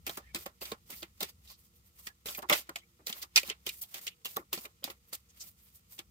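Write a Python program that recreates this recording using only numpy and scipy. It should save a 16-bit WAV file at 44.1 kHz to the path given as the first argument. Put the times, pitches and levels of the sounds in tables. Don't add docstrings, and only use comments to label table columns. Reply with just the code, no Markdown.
import sys
import numpy as np
from scipy import signal
from scipy.fft import rfft, irfft
from scipy.io import wavfile
from scipy.ndimage import uniform_filter1d

SR = 44100
rng = np.random.default_rng(int(sys.argv[2]) if len(sys.argv) > 2 else 0)


def persist_wave(psi):
    counts = np.round(np.clip(psi, -1, 1) * 32767).astype(np.int16)
    wavfile.write(sys.argv[1], SR, np.atleast_2d(counts).T)


def amplitude_ratio(level_db):
    exponent = np.asarray(level_db, float) / 20
    return 10 ** exponent


N = 269010
HZ = np.fft.rfftfreq(N, 1 / SR)


def curve_db(hz, table):
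    f, db = np.transpose(table)
    return np.interp(np.log(hz + 1), np.log(f), db)


def shaped(x, gain):
    return irfft(rfft(x) * gain, x.shape[-1])


def band(hz, lo_hz, hi_hz):
    return 1 / np.sqrt((1 + (lo_hz / (hz + 1)) ** 8) * (1 + (hz / hi_hz) ** 8))


def ring(hz, centre_hz, width_hz):
    return 1j * hz * width_hz / (centre_hz ** 2 - hz ** 2 + 1j * hz * width_hz)


def unit(x):
    return x / np.sqrt(np.mean(x ** 2))


def walk(rate, size):
    k = int(SR / rate)
    steps = rng.standard_normal(size[:-1] + (size[-1] // k + 1,))
    return 1.1 * uniform_filter1d(np.repeat(steps, k, -1), k)[..., :size[-1]]


def grit(size, spread_db):
    return rng.standard_normal(size) * amplitude_ratio(spread_db * rng.exponential(size=size))


def to_ports(x, spread_ms, direct):
    decay = np.exp(-np.arange(256) / SR * 1e3 / spread_ms)
    paths = rng.standard_normal(x.shape[:-1] + (2, 256)) * decay
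    scatter = rfft(paths, x.shape[-1])
    scatter = scatter / np.abs(scatter) ** 0.7
    scatter = scatter / np.sqrt(np.mean(np.abs(scatter) ** 2, -1, keepdims=True))
    return irfft(rfft(x)[..., None, :] * (direct + scatter), x.shape[-1])


def bursts(t60, rise_share, size, flutter_db, spread_db):
    t = np.arange(size) / SR / np.clip(t60, 0.008, 0.15)[:, None]
    shape = (1 - np.exp(-(t / rise_share) ** 2)) * np.exp(-np.log(1000) * t)
    flutter = amplitude_ratio(flutter_db * walk(500, (len(t60), size)))
    return shape * flutter * grit((len(t60), size), spread_db)


def place(times, sounds, peak_db):
    sounds = sounds[..., :sounds.shape[-1] // 2]
    out = np.zeros((2, N + sounds.shape[-1]))
    top = np.sqrt(2 * uniform_filter1d(np.mean(sounds ** 2, 1), 40).max(-1))
    for s, x, g in zip(times, sounds, amplitude_ratio(peak_db) / top):
        out[:, int(s * SR):int(s * SR) + x.shape[-1]] += g * x
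    return out[:, :N]


# frequency_hz, density_db
HUSH = [(15, -30), (25, -15), (74, 5.5), (134, -7.5), (196, -6), (386, -29.5), (479, -11.5), (645, -41),
        (1340, -20.5), (1580, -34), (2370, -32.5), (7000, -23), (10500, -26.5), (13800, -24),
        (15600, -25.5), (16200, -35)]
# time_s, level_db
RUMBLE = [(0.0, -65.5), (3.019, -75.5), (6.1, -73.5)]
# pitch_hz, width_hz, level_db
DUCT = [(341.6, 11, -85), (470, 30, -87)]


def hush():
    hiss_db, hum_hz = -69.5, 62.9
    air = shaped(rng.standard_normal((2, N)), amplitude_ratio(curve_db(HZ, HUSH)) * band(HZ, 32, 16200))
    hum = unit(shaped(rng.standard_normal((2, N)), ring(HZ, hum_hz, 1.6)))
    low = unit(shaped(air, band(HZ, 38, 220))) + 0.88 * hum
    rumble_db = np.interp(np.arange(N) / SR, *np.transpose(RUMBLE)) + 1.3 * walk(7.0, (N,))
    out = unit(shaped(air, band(HZ, 130, 16200))) * amplitude_ratio(hiss_db - 4) + low * amplitude_ratio(rumble_db + 3.5)
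    for pitch_hz, width_hz, db in DUCT:
        tone = unit(shaped(rng.standard_normal((2, N)), ring(HZ, pitch_hz, width_hz) ** 2))
        out += amplitude_ratio(db) * tone * amplitude_ratio(3.0 * walk(3, (N,)))
    return out


# start_s, length_s, level_db, pitch_hz
SQUEAKS = [
    (0.225, 0.045, -66, 1780),
    (0.257, 0.03, -66, 2000),
    (0.265, 0.068, -66, 2300),
    (0.268, 0.048, -65, 1790),
    (2.073, 0.051, -61, 1710),
    (2.795, 0.024, -68.5, 3120),
    (2.812, 0.022, -66.5, 2160),
]
# start_s, length_s, level_db, pitch_hz
SCUFFS = [(0.651, .04, -57, 2500), (0.926, .025, -57, 2100), (0.956, .045, -59, 4700),
          (1.981, .03, -73, 1130), (2.379, 0.025, -46, 640), (2.425, .035, -48, 930),
          (3.386, .025, -47, 2400), (3.506, .03, -50, 2750), (3.812, .045, -59, 3280),
          (4.085, 0.065, -62, 2800), (4.371, 0.032, -56, 1850), (4.376, 0.06, -62, 1150)]
# start_s, length_s, level_db, pitch_hz
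WIPES = [(0.612, .04, -43, 14500), (0.895, 0.18, -57, 13300), (1.46, 0.11, -59, 4400),
         (2.3, .035, -47, 13500), (2.37, 0.018, -37, 13500), (2.54, 0.064, -44, 13500),
         (3.085, .028, -43, 13000), (3.15, 0.067, -49, 13300), (3.213, 0.022, -43, 13800),
         (3.215, 0.023, -42.5, 4520), (3.495, 0.037, -45, 3000), (3.466, .02, -46.5, 13500),
         (3.812, 0.031, -39, 13800), (4.02, 0.055, -57, 13700), (4.888, 0.04, -52, 13060),
         (5.07, 0.04, -64, 13000), (5.125, 0.039, -44.5, 8500), (5.125, 0.039, -48, 13500),
         (5.285, 0.03, -64.5, 6490), (5.396, 0.041, -45.5, 5870), (5.6, 0.082, -63, 12780)]


def squeaks():
    out = np.zeros((2, N))
    hz = np.fft.rfftfreq(8192, 1 / SR)
    for table, width in ((SQUEAKS, 0.085), (SCUFFS, 0.36), (WIPES, 0.65)):
        for s, length, db, pitch_hz in table:
            a, n = int(s * SR), int(length * SR)
            mode = ring(hz, pitch_hz, width * min(pitch_hz, 8000))
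            rub = unit(shaped(grit((2, 8192), 1.5), mode ** 2))
            out[:, a:a + n] += amplitude_ratio(db) * np.sin(np.pi * np.arange(n) / n) * rub[:, :n]
    return out


# start_s, peak_db, pitch_hz, t60_s
KNOCKS = [(0.096, -38.5, 680, 0.025), (0.617, -36, 2670, .012), (0.623, -39, 4720, .012),
          (0.7198, -33.5, 464, 0.048), (0.945, -50, 2450, .015), (1.022, -42, 4630, 0.011),
          (2.4976, -17, 2090, 0.022), (2.4978, -23, 3660, .01), (2.5166, -20.5, 605, 0.037),
          (2.5245, -20, 3430, .035), (2.529, -20, 2040, .03), (2.7585, -32.5, 2220, 0.028),
          (2.835, -57, 2290, .035), (3.3607, -16.5, 2530, 0.024), (3.361, -9.5, 5080, 0.011),
          (3.3615, -39, 610, 0.019), (3.369, -22.5, 2510, .02), (3.3754, -17, 2427, 0.02),
          (3.3756, -13.5, 4370, .008), (3.4342, -39, 560, .025), (4.369, -27.5, 1130, 0.018),
          (4.369, -32, 449, 0.043), (4.3743, -31, 800, .015), (4.8338, -43, 3180, .015),
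          (4.848, -41, 253, 0.038), (4.878, -42, 705, 0.018)]


def knocks(size=8192):
    s, db, mode_hz, t60 = np.transpose(KNOCKS)[:, :, None]
    hz = np.fft.rfftfreq(size, 1 / SR)
    width_hz = np.log(1000) / np.pi / np.clip(t60, 0.004, 0.2)
    blow = irfft(ring(hz, mode_hz, width_hz) / (1 + 1j * hz / mode_hz) ** 2, size)
    straight = 1.5 / (1 + (hz / 800) ** 2)
    return place(s[:, 0], to_ports(blow, 0.25, straight), db[:, 0])


# start_s, peak_db, hollow_hz, t60_s
FLEXES = [(0.069, -33, 300, 0.085), (0.067, -44, 1250, 0.029), (0.095, -34.5, 664, 0.028),
          (0.346, -31, 376, 0.15), (0.617, -38.5, 505, 0.081), (0.898, -47.5, 265, 0.081),
          (0.925, -46.5, 223, 0.071), (1.207, -34.5, 657, 0.085), (1.224, -32.5, 366, 0.074),
          (1.496, -55, 1160, 0.14), (2.257, -38.5, 470, 0.057), (2.284, -39.5, 630, 0.07),
          (2.499, -26.5, 660, 0.034), (2.5, -21.5, 1196, 0.086), (2.512, -21.5, 580, 0.1),
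          (2.526, -22, 1010, 0.057), (2.553, -34.5, 599, 0.03), (2.587, -41.5, 615, 0.04),
          (3.068, -42, 506, 0.086), (3.094, -40, 217, 0.068), (3.16, -48.5, 606, 0.035),
          (3.368, -30.5, 1030, 0.075), (3.665, -36, 420, 0.08), (3.94, -46, 655, 0.2),
          (4.251, -44, 504, 0.079), (4.256, -37.5, 1097, 0.029), (4.528, -34.5, 1137, 0.05),
          (4.826, -48.5, 548, .04), (4.876, -42, 990, 0.036), (4.531, -37, 342, 0.1),
          (4.575, -37.5, 233, 0.057), (4.841, -39, 660, 0.067), (4.878, -42, 473, 0.091),
          (5.129, -41, 658, 0.029)]
# start_s, peak_db, hollow_hz, t60_s
DROPS = [(0.177, -34, 304, 0.038), (0.174, -34.5, 1180, 0.037), (0.463, -36.5, 1900, 0.078),
         (0.718, -39.5, 1320, 0.035), (0.461, -32, 496, 0.042), (0.721, -32, 229, 0.065),
         (0.719, -38, 464, 0.035), (1.026, -38, 340, 0.059), (2.072, -42, 1170, 0.03),
         (2.382, -34.5, 630, 0.076), (2.427, -33, 930, 0.063), (2.434, -46.5, 367, 0.16),
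         (2.692, -36, 405, 0.061), (2.692, -35.5, 1503, 0.037), (4.65, -43.5, 1207, 0.053),
         (2.758, -41, 677, 0.068), (2.993, -52.5, 286.5, 0.16), (3.23, -42, 1180, 0.09),
         (3.432, -45.5, 500, 0.033), (3.484, -41.5, 228, 0.06), (3.503, -36.5, 427, 0.071),
         (3.828, -57, 743, 0.11), (4.068, -47, 439, 0.05), (4.369, -33, 365, 0.17),
         (4.364, -35, 1140, 0.09), (4.649, -45, 440, 0.081), (4.901, -39.5, 355.7, 0.039),
         (5.991, -43, 352, 0.06)]


def thumps(size=8192):
    s, db, hollow_hz, t60 = np.transpose(FLEXES + DROPS)
    hz = np.fft.rfftfreq(size, 1 / SR)
    push = bursts(0.79 * t60, 0.061, size, flutter_db=1.0, spread_db=2.0)
    hollow = hollow_hz[:, None]
    body = band(hz, 90 + 0.077 * hollow, 1700) * (0.2 + ring(hz, hollow, 0.2 * hollow))
    straight = 1.9 / (1 + (hz / 800) ** 2)
    return place(s - 0.002, to_ports(shaped(push, body), 0.28, straight), db - 3.0)


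# peak_s, hiss_db, treble_db
BRUSHES = [(0.903, -60, 3), (1.455, -68, 2), (1.515, -61.5, 8), (1.6, -76, 14), (1.654, -74, 12.5),
           (1.765, -79, 15), (1.869, -79, 14.5), (1.998, -62.5, 7), (5.09, -73, 6), (5.305, -74, 1.5),
           (5.375, -65.5, 2), (5.419, -58.5, 8), (5.482, -68, 15), (5.59, -73.5, 9), (5.76, -73, 16.5),
           (5.93, -61, 10)]
# start_s, length_s, hiss_db, treble_db
GLIDES = [(0.105, 0.055, -59.5, 5), (0.204, 0.17, -69, -21), (0.386, 0.046, -55.5, 4.5),
          (0.611, 0.098, -52, 1), (0.904, 0.015, -52, 5.5), (0.927, 0.088, -62, 11),
          (1.285, 0.017, -62, 1.5), (2.258, 0.13, -50, 3), (2.489, .008, -41, -11),
          (2.497, 0.037, -33, -12), (2.545, 0.053, -50, 7.5), (2.613, 0.24, -67, -15),
          (3.081, 0.11, -52.5, -3), (3.54, 0.045, -73, -18.5), (3.721, 0.079, -68.5, 16),
          (3.813, 0.015, -62, 19), (3.963, 0.022, -53.5, -1.5), (4.012, 0.063, -59, 8),
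          (4.287, 0.11, -63, 8.5), (4.591, 0.052, -59.5, 8.5), (4.867, 0.058, -61, -4.5),
          (5.13, 0.019, -52.5, -7.5), (5.421, 0.073, -67, 11), (5.773, 0.07, -82, 2),
          (5.94, 0.029, -75, 16), (5.981, 0.014, -55, -4), (6.015, .08, -84, -1)]
# end_s, hiss_db, treble_db
SWELLS = [
    (3.227, -59, -3),
    (1.205, -72, 5),
    (1.505, -66, 0),
    (2.069, -63.5, 11),
    (3.496, -46.5, -4),
    (3.666, -69, -0.5),
    (3.943, -61, 6.5),
    (5.688, -72.5, 8),
]
# fall_db_per_s, treble_db, share of the edge treble
PULL_SCRAPE = (360, -0.45, 0.9)
# fall_db_per_s, treble_db, share of the edge treble
LANDING_SCRAPE = (780, -2, 0.51)
# start_s, peak_db, edge_treble_db, ring_hz, scrape_db
PULLS = [(0.064, -27, -5, 2630, -41.5), (0.3456, -22.5, -2.5, 4370, -41), (0.615, -34, -8, 4560, -48.5),
         (0.924, -39, -18, 2090, -51), (1.204, -27, -2, 3640, -41), (1.2243, -23.5, -3, 4130, -42.5),
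         (2.2608, -38, 2, 3800, -44), (2.496, -16.5, -5, 2296, -46), (2.5225, -20, -10, 3450, -24),
         (3.0668, -33, 0.5, 4250, -43), (3.3593, -8.5, -9, 5360, -27), (3.6625, -30, -5.5, 3500, -35.5),
         (3.939, -40, -2.5, 3380, -41), (4.2542, -27.5, -3, 2860, -46), (4.5281, -26.5, 1.5, 3830, -38),
         (4.84, -30, -7, 3750, -39), (5.127, -29, 2, 4730, -50.5)]
# start_s, peak_db, edge_treble_db, ring_hz, scrape_db
LANDINGS = [(0.17, -38.5, 6.5, 1780, -44), (0.4564, -44, -4, 1820, -41.5), (0.716, -27.5, -13, 3500, -41),
            (1.0257, -33.5, -58, 3230, -40.5), (2.0677, -28, -8, 1830, -42.5), (2.389, -52, 4, 2700, -69),
            (2.4183, -48, -5, 2830, -47.5), (2.6914, -37.5, -11, 1595, -64),
            (2.7569, -32.5, -16, 2110, -37.5), (3.224, -30, -8, 4920, -39.5), (3.43, -31, -5, 2410, -53),
            (3.498, -26, -84, 2770, -33.5), (3.8352, -40.5, -3, 3360, -53.5), (4.065, -41, -25, 5100, -36),
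            (4.362, -37, 0, 3550, -43), (4.651, -32, -10, 2300, -49), (4.899, -30, -13, 2520, -48),
            (5.9878, -33.5, -23, 3510, -44.5)]


def motions(t):
    glide_fade, release, swell_rise = 49, 601, 191.5
    lead_db, lead_share, lead_rise = -47.5, 0.23, 1498.5
    rustle_db, rustle_treble_db = -77.5, -3
    brush_slope, body_fall = 464, 518.5
    body_db, glide_body_db = -11.5, -6.5

    def ramp(s, db, db_s, start, end):
        s, db, start, end = (np.asarray(v)[:, None] for v in (s, db, start, end))
        return np.where((t >= start) & (t < end), db + db_s * (t - s), -200)

    glide_s, glide_length, glide_db, glide_treble = np.transpose(GLIDES)
    swell_s, swell_db, swell_treble = np.transpose(SWELLS)
    brush_s, brush_db, brush_treble = np.transpose(BRUSHES)
    pulls, landings = np.transpose(PULLS), np.transpose(LANDINGS)
    pull_s, creep_db = pulls[0], lead_share * pulls[4] + lead_db
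    part_s = glide_s + glide_length
    steady = [ramp(glide_s, glide_db, -glide_fade, glide_s, part_s),
              ramp(swell_s, swell_db, swell_rise, swell_s - 1, swell_s),
              ramp(pull_s, creep_db, lead_rise, pull_s - 1, pull_s),
              rustle_db + 0 * t[None],
              ramp(part_s, glide_db - glide_fade * glide_length, -release, part_s, glide_s + 1),
              ramp(swell_s, swell_db, -release, swell_s, swell_s + 1),
              brush_db[:, None] - brush_slope * np.abs(t - brush_s[:, None])]
    hiss = list(steady)
    treble = [glide_treble, swell_treble, 0 * pull_s + rustle_treble_db, [rustle_treble_db],
              glide_treble, swell_treble, brush_treble]
    for events, scrape in ((pulls, PULL_SCRAPE), (landings, LANDING_SCRAPE)):
        s, _, edge_db, _, db = events
        fall, base_db, share = scrape
        hiss.append(ramp(s + 0.00062, db, -fall, s + 0.0028, s + 1))
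        treble.append(base_db + share * edge_db)
    s, db, _, _ = np.transpose(FLEXES + DROPS)
    after_thump = ramp(s, db + body_db, -body_fall, s, s + 1)
    body = np.vstack([np.vstack(steady) + glide_body_db, after_thump])
    return np.vstack(hiss), np.concatenate(treble)[:, None], body


# frequency_hz, density_db
FACE = [(710, -42), (1200, -7.5), (1880, -5), (2230, -6), (3850, -7), (4150, -9.5), (4680, -8), (5950, -10),
        (7160, -8), (10900, -6.5), (13500, -1), (15200, 0), (16200, -16)]


def slide():
    t, coarse = np.arange(N) / SR, np.arange(0, N / SR, 0.001)
    hiss_db, treble_db, body_db = motions(coarse)

    def total(db):
        return np.interp(t, coarse, np.sqrt(np.sum(amplitude_ratio(2 * db), 0)))

    drag = grit((2, N), 1.6) * amplitude_ratio(1.5 * walk(400, (N,)) + 1.2 * walk(90, (N,)))
    face = amplitude_ratio(curve_db(HZ, FACE))
    layers = []
    for lo, hi, tilt in ((1900, 2900, -0.15), (2900, 5100, 0.05), (5100, 6700, 0.35)):
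        level = total(hiss_db + tilt * treble_db) * amplitude_ratio(-8.5 + 1.8 * walk(35, (N,)))
        layers.append((face * band(HZ, lo, hi), level))
    layers.append((face * band(HZ, 4900, 13000), total(hiss_db + 0.9 * treble_db - 9.0)))
    level = total(hiss_db + treble_db - 2.0) * amplitude_ratio(1.4 * walk(35, (N,)))
    layers.append((face * band(HZ, 10000, 15000), level))
    level = total(body_db) * amplitude_ratio(-2.0 + 0.43 * walk(35, (N,)))
    layers.append((band(HZ, 200, 1700) * ring(HZ, 420, 1600.0), level))
    return sum(unit(shaped(drag, gain)) * uniform_filter1d(level, size=170) for gain, level in layers)


# start_s, peak_db, edge_treble_db, ring_hz
CATCHES = [(0.075, -32.5, 0, 2340), (0.093, -28.5, -12, 3540), (0.358, -30.5, -13.5, 2460),
           (0.6526, -33.5, -17, 3860), (2.285, -28.5, -14.5, 3400), (2.3241, -38, -8, 4730),
           (2.3481, -29.5, -12, 2420), (2.4867, -46, -5, 3650), (2.5092, -25.5, -27, 2300),
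           (2.5301, -20.5, -15.5, 2000), (2.5874, -49, 10, 3200), (3.0646, -35, -2.5, 6100),
           (3.0927, -31.5, 0, 2620), (3.1255, -26, -20, 3500), (3.368, -15.5, -20, 2400),
           (3.376, -13.5, -20, 2420), (3.3822, -25, -18, 5070), (3.397, -29.5, -12, 5100),
           (3.476, -36, 1, 3750), (3.688, -28, -14, 2480), (4.0775, -30, -25, 3000), (4.247, -31, -4, 3500),
           (4.575, -35, -24.5, 4440), (4.583, -37.5, -5, 2650), (5.146, -44, 4, 3270)]
# start_s, peak_db, edge_treble_db, ring_hz
STRAYS = [
    (1.286, -49.5, -5, 4750),
    (1.473, -49.5, -17, 3700),
    (1.496, -46.5, -17, 4530),
    (2.784, -49.5, -9, 3200),
    (3.814, -46, 12.5, 6230),
    (5.299, -61, -11, 6570),
]
# start_s, peak_db, edge_treble_db, ring_hz
SNAPS = [(0.0662, -33, 8, 3020), (0.0952, -32, 2, 3520), (0.1738, -34.5, 3.5, 2480), (0.347, -25, -3, 3980),
         (0.4625, -33, 2, 3040), (0.7191, -31.5, -1, 3500), (1.0291, -30.5, -7, 3820),
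         (1.2058, -33, 6, 3700), (1.2279, -31, 7, 4200), (2.072, -35, 1.5, 2040), (2.258, -32.5, 0, 3760),
         (2.2858, -38, -4, 3570), (2.2923, -38, -10, 3500), (2.3896, -37.5, 6, 3020),
         (2.497, -15, -3, 2600), (2.5104, -24, -1, 2385), (2.5269, -19.5, -5, 3440),
         (2.693, -35, -0.5, 2190), (2.7575, -27.5, -9, 3300), (3.0691, -24, 1, 4200),
         (3.1268, -28, -10, 3600), (3.235, -40, -10, 4000), (3.3590, -9, -16, 5340),
         (3.3747, -11.5, -10, 4500), (3.4312, -30, -6, 2490), (3.491, -38, 4, 6000),
         (3.4989, -21, -26, 2900), (3.5167, -42, -14, 2980), (3.6647, -27.5, -1.5, 3460),
         (3.6678, -26.5, -6, 3480), (3.6912, -27.5, -1, 3900), (3.9425, -33, 3, 6700),
         (4.0686, -34.5, 5.5, 4960), (4.0779, -24, -23, 2930), (4.256, -28, -1, 3200),
         (4.2896, -47.5, -3, 4000), (4.3673, -27.5, 4, 3570), (4.5295, -23, 4, 3500),
         (4.5747, -38, -11, 3500), (4.654, -36.5, -5, 2560), (4.841, -22.5, 0.5, 3600),
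         (4.9001, -38.5, -7, 2700), (5.1517, -38, 4, 3300), (5.9908, -31.5, -3.5, 3500)]
TICK_T60_S = [0.067, 0.039, 0.039, 0.067, 0.014]
TICK_TRIM_DB = [-6.5, -6, -2.5, 0.5, -3.5]


def ticks(size=8192):
    kinds = PULLS, LANDINGS, CATCHES, STRAYS, SNAPS
    s, db, edge_db, ring_hz = np.transpose([row[:4] for kind in kinds for row in kind])
    t60, trim_db = np.repeat([TICK_T60_S, TICK_TRIM_DB], [len(kind) for kind in kinds], 1)
    db = db + trim_db
    hz = np.fft.rfftfreq(size, 1 / SR)
    face = amplitude_ratio(curve_db(hz, FACE))
    push = bursts(t60, 0.024, size, flutter_db=3.0, spread_db=1.8)
    mode = ring(hz, ring_hz[:, None], 0.19 * ring_hz[:, None])
    flap = face * (0.39 * band(hz, 2500, 7900) + band(hz, 1800, 7900) * mode)
    crack = face * band(hz, 4900, 20000)
    flaps = place(s, to_ports(shaped(push, flap), 0.66, 0), db - 0.6)
    return flaps + place(s, to_ports(shaped(push, crack), 0.24, 0), db + edge_db + 0.5)


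def room(cards):
    level_db, t60_s = -7, 0.035
    t = np.arange(N) / SR
    tail = rng.standard_normal((2, N)) * np.exp(-np.log(1000) * t / t60_s) * (t > 0.003)
    walls = rfft(tail) / np.sqrt(np.sum(tail ** 2) / 2) / (1 + 1j * HZ / 2500)
    return shaped(cards, amplitude_ratio(level_db) * walls)


def scene():
    cards = ticks() + thumps() + slide() + knocks() + squeaks()
    return cards + room(cards) + hush()


def low_pass(x):
    return signal.sosfilt(signal.butter(12, 16980, fs=SR, output="sos"), x)


# frequency_hz, level_db
WIDTH = [(60, -17), (200, -14.5), (400, -9), (700, -8), (1300, 6.5), (1700, 3), (2400, 0.5), (4400, 1),
         (15000, 0)]
# frequency_hz, level_db
LEAN = [(60, 0.5), (110, 0.5), (200, -0.5), (380, -0.5), (700, -8.5), (1290, -2), (2380, -1.5),
        (4400, -3.5), (8120, 2.5), (15000, -3)]
PORT_ECHO = [(44, 0.037), (47, 0.0043)]
# centre_hz, width_hz, depth (0-1)
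NOTCHES = [(1607, 430, 0.4), (10870, 1100, 0.4)]


def record(dry):
    mid = (dry[0] + dry[1]) / 2
    side = shaped(dry[0] - dry[1], amplitude_ratio(curve_db(HZ, WIDTH))) / 2
    lag, gain = np.transpose(PORT_ECHO)[:, :, None]
    response = amplitude_ratio(curve_db(HZ, LEAN) * np.array([[0.5], [-0.5]]))
    response = response / (1 + (HZ / 15950) ** 150)
    for centre_hz, width_hz, depth in NOTCHES:
        response = response * (1 - np.clip(depth, 0, 0.9) * ring(HZ, centre_hz, width_hz))
    echo = 1 + gain * np.exp(-2j * np.pi * HZ * lag / SR)
    mix = shaped(np.array([mid + side, mid - side]), response * echo)
    return low_pass(mix)


dry = scene()
out = record(dry)
persist_wave(out)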